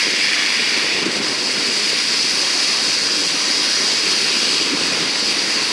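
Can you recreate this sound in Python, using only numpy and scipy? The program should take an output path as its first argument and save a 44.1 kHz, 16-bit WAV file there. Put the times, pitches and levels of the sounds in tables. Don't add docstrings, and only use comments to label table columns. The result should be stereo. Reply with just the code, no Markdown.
import sys
import numpy as np
from scipy import signal
from scipy.fft import rfft, irfft, next_fast_len
from scipy.io import wavfile

SR = 44100
rng = np.random.default_rng(int(sys.argv[2]) if len(sys.argv) > 2 else 0)


def log_audio(samples):
    frames = np.atleast_2d(samples).T
    limited = np.clip(frames, -1, 1)
    pcm = np.round(limited * 32767).astype(np.int16)
    wavfile.write(sys.argv[1], SR, pcm)


N = 252245
TIME = np.arange(N) / SR
BINS = np.maximum(np.arange(2 ** 17 + 1) * SR / 2 ** 18, 1)

# time_s, level_db
BREEZE_STRENGTH = [(0, -48), (.7, -41.5), (.97, -31), (1.7, -35), (1.95, -46), (2.65, -53), (3.15, -38),
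                   (3.8, -46.5), (5.1, -38), (5.72, -53)]


def from_db(db):
    return 10 ** (np.asarray(db) / 20)


def in_time(rows):
    time_s, *columns = np.transpose(rows)
    return [np.interp(TIME, time_s, column) for column in columns]


def in_frequency(rows):
    hz, *columns = np.transpose(rows)
    return [np.interp(np.log(BINS), np.log(hz), column) for column in columns]


def colour(rows):
    return from_db(in_frequency(rows)[0])


def hump(centre_hz, width_hz):
    return 2 ** (-2 * ((BINS - centre_hz) / width_hz) ** 2)


def bell(centre_s, length_s):
    return np.exp(-.5 * ((TIME - centre_s) / length_s) ** 2)


def drift(rate_hz):
    step = 40
    pole = np.exp(-2 * np.pi * rate_hz * step / SR)
    noise = rng.standard_normal(N // step + 2002)
    slow = signal.lfilter([1], [1, -2 * pole, pole * pole], noise)[2000:]
    return np.interp(np.arange(N) / step, np.arange(len(slow)), slow / slow.std())


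def microphone_pair():
    # frequency_hz, left-right likeness (0 to 1), left_minus_right_db, left_lead_radians
    stereo_image = [(100, 0.93, 1.5, 0.059), (380, 0.9, 2, 0.6), (900, 0.99, 0.5, -0.27),
                    (2320, 1, 0, -0.0011), (2980, 0.78, 1.5, 1.2), (3120, 0.96, -0.2, 0.57),
                    (4820, 0.94, -2, -0.05), (5450, 0.8, -3.5, -0.19), (5760, 0.27, -8.5, 0.59),
                    (6560, 0.2, 4, -2.7), (7650, 0.56, 7, 0.88), (9300, 0.72, -2, 1.07),
                    (12000, 0.73, -0.4, 0.14), (15000, 0.57, -1, 0.01)]
    alike, balance_db, lead = in_frequency(stereo_image)
    alike = np.clip(alike, 0, .995)
    halves = [.5, -.5]
    ports = from_db(np.outer(halves, balance_db)) * np.exp(1j * np.outer(halves, lead))
    common = ports * np.sqrt(1 + alike)
    opposed = ports * np.sqrt(1 - alike) * [[1], [-1]]
    centre = np.hypot(abs(common.mean(0)), abs(opposed.mean(0)))
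    return common / centre, opposed / centre


def turbulence(gain, pair):
    common, opposed = pair
    a, b = rfft(rng.standard_normal((2, 2 * len(BINS) - 2)))
    return irfft(gain * (common * a + opposed * b))[:, :N]


def unit_in_band(gain, band_hz):
    low, high = band_hz
    return gain / np.sqrt(np.mean(gain ** 2 * (BINS > low) * (BINS < high)))


def shimmering(gain, pair, edges_hz, shimmer_db):
    bounds = [0, *edges_hz, SR]
    total = 0
    for low, high in zip(bounds, bounds[1:]):
        region = gain * (BINS >= low) * (BINS < high)
        total = total + turbulence(region, pair) * from_db(shimmer_db * drift(4.6))
    return total


def blade_phases(blade_hz=100.14, wander=0.00477):
    idle_speeds = [.984, .993, 1.008, 1.013]
    phases = []
    for speed in idle_speeds:
        rate_hz = blade_hz * speed * (1 + wander * drift(1.204))
        phases.append(2 * np.pi * (rng.random() + np.cumsum(rate_hz) / SR))
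    return phases


def chop(phase, depth):
    return (1 + depth * np.cos(phase)) / np.sqrt(1 + depth ** 2 / 2)


def compressors(phases, pair, shimmer_db=0.68):
    # frequency_hz, relative level_db per Hz
    hiss_colour = [(2500, -44), (4200, 3), (5500, -12), (6050, 6.5), (6400, 0), (6800, 1.5), (7250, -2.5),
                   (7700, 0), (8100, -1), (8550, -7), (9350, -3), (10200, -8.5), (11000, -22.5),
                   (15000, -28.5)]
    # centre_hz, width_hz, peak_db per Hz on the scale of the hiss
    singing_bands = [(2800, 190, 4.5), (3290, 174, 6.5), (3820, 170, 9), (4433, 356, 13.5), (4878, 450, 15),
                     (5310, 310, 8.5)]
    power = colour(hiss_colour) ** 2
    for centre_hz, width_hz, peak_db in singing_bands:
        power = power + (from_db(peak_db) * hump(centre_hz, width_hz)) ** 2
    gain = unit_in_band(np.sqrt(power), (4100, 10000))
    whine = shimmering(gain, pair, [3550, 4100, 4650, 5550, 6900, 8500], shimmer_db)
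    return whine * chop(phases[3], depth=0.064) * from_db(0.65 * drift(27))


def whistle(pair, centre_hz=5758, width_hz=160, base_db=-12):
    # centre_s, length_s (standard deviation), extra_db
    whistle_swells = [(3.4, 0.51, 1.5), (3.78, 0.036, 5)]
    level_db = base_db
    for centre_s, length_s, extra_db in whistle_swells:
        level_db = level_db + extra_db * bell(centre_s, length_s)
    band = turbulence(unit_in_band(hump(centre_hz, width_hz), (0, SR)), pair)
    return from_db(level_db) * band


def intake_howl(phases, pair, rest_hz=2150, faint_db=-40):
    # frequency_hz, relative level_db per Hz
    howl_colour = [(1000, -54), (1450, -14), (1800, -1.5), (2000, -2), (2300, 1), (2600, -3), (2850, -2),
                   (3100, -12.5), (3350, -1.5), (3700, -13), (4400, -45.5)]
    # centre_s, length_s (standard deviation), level_db, centre_hz
    howl_swells = [(.15, 0.74, -22, 2106), (.75, 0.34, -26, 2219), (1.95, 0.38, -27.5, 2304),
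                   (4.43, 0.31, -26, 2702), (4.95, 0.056, -28, 2342)]
    power = from_db(faint_db) ** 2
    for centre_s, length_s, level_db, _ in howl_swells:
        power = power + (from_db(level_db) * bell(centre_s, length_s)) ** 2
    centre_hz, = in_time([(centre_s, hz) for centre_s, _, _, hz in howl_swells])
    band = turbulence(unit_in_band(colour(howl_colour), (0, SR)), pair)
    slide = np.exp(2j * np.pi * np.cumsum(centre_hz - rest_hz) / SR)
    band = (signal.hilbert(band, next_fast_len(N))[:, :N] * slide).real
    return band * np.sqrt(power) * from_db(1.0 * drift(4)) * chop(phases[1], depth=0.28)


def exhaust(phases, pair, shimmer_db=1.16):
    # frequency_hz, relative level_db per Hz
    roar_colour = [(30, -48), (100, -44), (450, -10.5), (720, -6.5), (860, -5.5), (1030, -1.5),
                   (1250, -3.5), (1550, -1.5), (1900, 1), (2600, 2), (3100, -2.5), (4000, -2), (6000, -17),
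                   (12000, -53)]
    gain = unit_in_band(colour(roar_colour), (700, 1500))
    roar = shimmering(gain, pair, [900, 1350, 1800, 2300, 2800], shimmer_db)
    return roar * chop(phases[2], depth=0.12) * from_db(.47 * drift(27))


def propellers(phases, pair, lumpy_db=2.0, waver_db=4.0, left_db=1.7):
    # frequency_hz, relative level_db per Hz
    wash_colour = [(20, -48), (55, -34), (100, -16), (150, -8), (200, -2.5), (300, 1.5), (400, 0.5),
                   (500, -2.5), (620, -7.5), (760, -20), (1500, -40), (4000, -70)]
    # multiple of the blade rate, peak_db against the wash before nearness
    blade_harmonics = [(1, -29), (2, -17), (3, -11), (4, -19.5), (5, -14)]
    wash = turbulence(unit_in_band(colour(wash_colour), (120, 600)), pair)
    wash = wash * chop(phases[1], depth=0.14) * from_db(lumpy_db * drift(31) - 0.77)
    tones = 0
    for phase, nearness in zip(phases, [0.7, 0.45, 0.17, 0.54]):
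        inflow = nearness * from_db(waver_db * drift(6.5))
        for multiple, peak_db in blade_harmonics:
            tone = np.sin(round(multiple) * phase + 2 * np.pi * rng.random())
            tones = tones + inflow * from_db(peak_db) * tone
    return wash + tones * from_db([[left_db], [-left_db]])


def gusts(lag_s=0):
    # centre_s, length_s (standard deviation), level_db
    gust_swells = [(1.028, 0.0051, -23), (1.075, 0.016, -23.5), (1.194, 0.015, -26.5),
                   (4.734, 0.021, -23.5), (5.03, .025, -29.5)]
    return sum(from_db(level_db) * bell(centre_s + lag_s, length_s)
               for centre_s, length_s, level_db in gust_swells)


def wind(pair, lumpy_db=2.5, low_hz=170, high_hz=420):
    eddies = turbulence(1, pair) * from_db(lumpy_db * drift(48))
    band = signal.butter(3, [low_hz, high_hz], "band", fs=SR, output="sos")
    buffet = signal.sosfilt(band, eddies)
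    return gusts() * buffet / buffet.std()


def breeze(lumpy_db=5.5, low_hz=250, dull_hz=450, top_hz=4000):
    puffs = from_db(lumpy_db * np.array([drift(44), drift(40)]))
    rustle = rng.standard_normal((2, N)) * puffs
    for order, cutoff_hz, kind in [(3, low_hz, "high"), (1, dull_hz, "low"), (2, top_hz, "low")]:
        rustle = signal.sosfilt(signal.butter(order, cutoff_hz, kind, fs=SR, output="sos"), rustle)
    return from_db(in_time(BREEZE_STRENGTH)[0]) * rustle / rustle.std()


def treble_fade(blowing, breeze_fade_db=2, gust_fade_db=7, lag_s=0.018, full_gust_db=-21):
    gust = gusts(lag_s) / from_db(full_gust_db)
    return blowing * (breeze_fade_db + gust_fade_db * gust)


def scene(wash_waver_db=0.6, whine_waver_db=0.21):
    # time_s, level_db before fade and waver
    compressor_beam = [(0, -20.2), (.4, -21.5), (1.6, -20.5), (2.55, -19), (3.2, -19.4), (4.48, -18.9),
                       (4.63, -20.5), (5.72, -21.2)]
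    # time_s, level_db
    exhaust_beam = [(0, -34.8), (.5, -33.4), (2.2, -35.2), (2.55, -33), (3.0, -34), (3.45, -33),
                    (4.4, -33.5), (5.2, -33.5), (5.72, -32)]
    pair, phases = microphone_pair(), blade_phases()
    blowing = from_db(in_time(BREEZE_STRENGTH)[0] + 32)
    fade_db = treble_fade(blowing)

    whine_db = in_time(compressor_beam)[0] - fade_db + whine_waver_db * drift(3.7)
    whine = from_db(whine_db) * (compressors(phases, pair) + whistle(pair))
    howl = from_db(-0.69 * fade_db) * intake_howl(phases, pair)
    roar = from_db(in_time(exhaust_beam)[0]) * exhaust(phases, pair)

    abeam = bell(4.38, .75)
    wash_db = -33.7 + 2.5 * abeam + 3.2 * blowing
    wash_db = wash_db + wash_waver_db * drift(3.3)
    drone = from_db(wash_db) * propellers(phases, pair)
    return whine + howl + roar + drone + wind(pair) + breeze()


def record(dry, cutoff_hz=15200):
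    lowpass = signal.ellip(10, .1, 90, cutoff_hz, fs=SR, output="sos")
    return signal.sosfilt(lowpass, dry)


dry = scene()
out = record(dry)
log_audio(out)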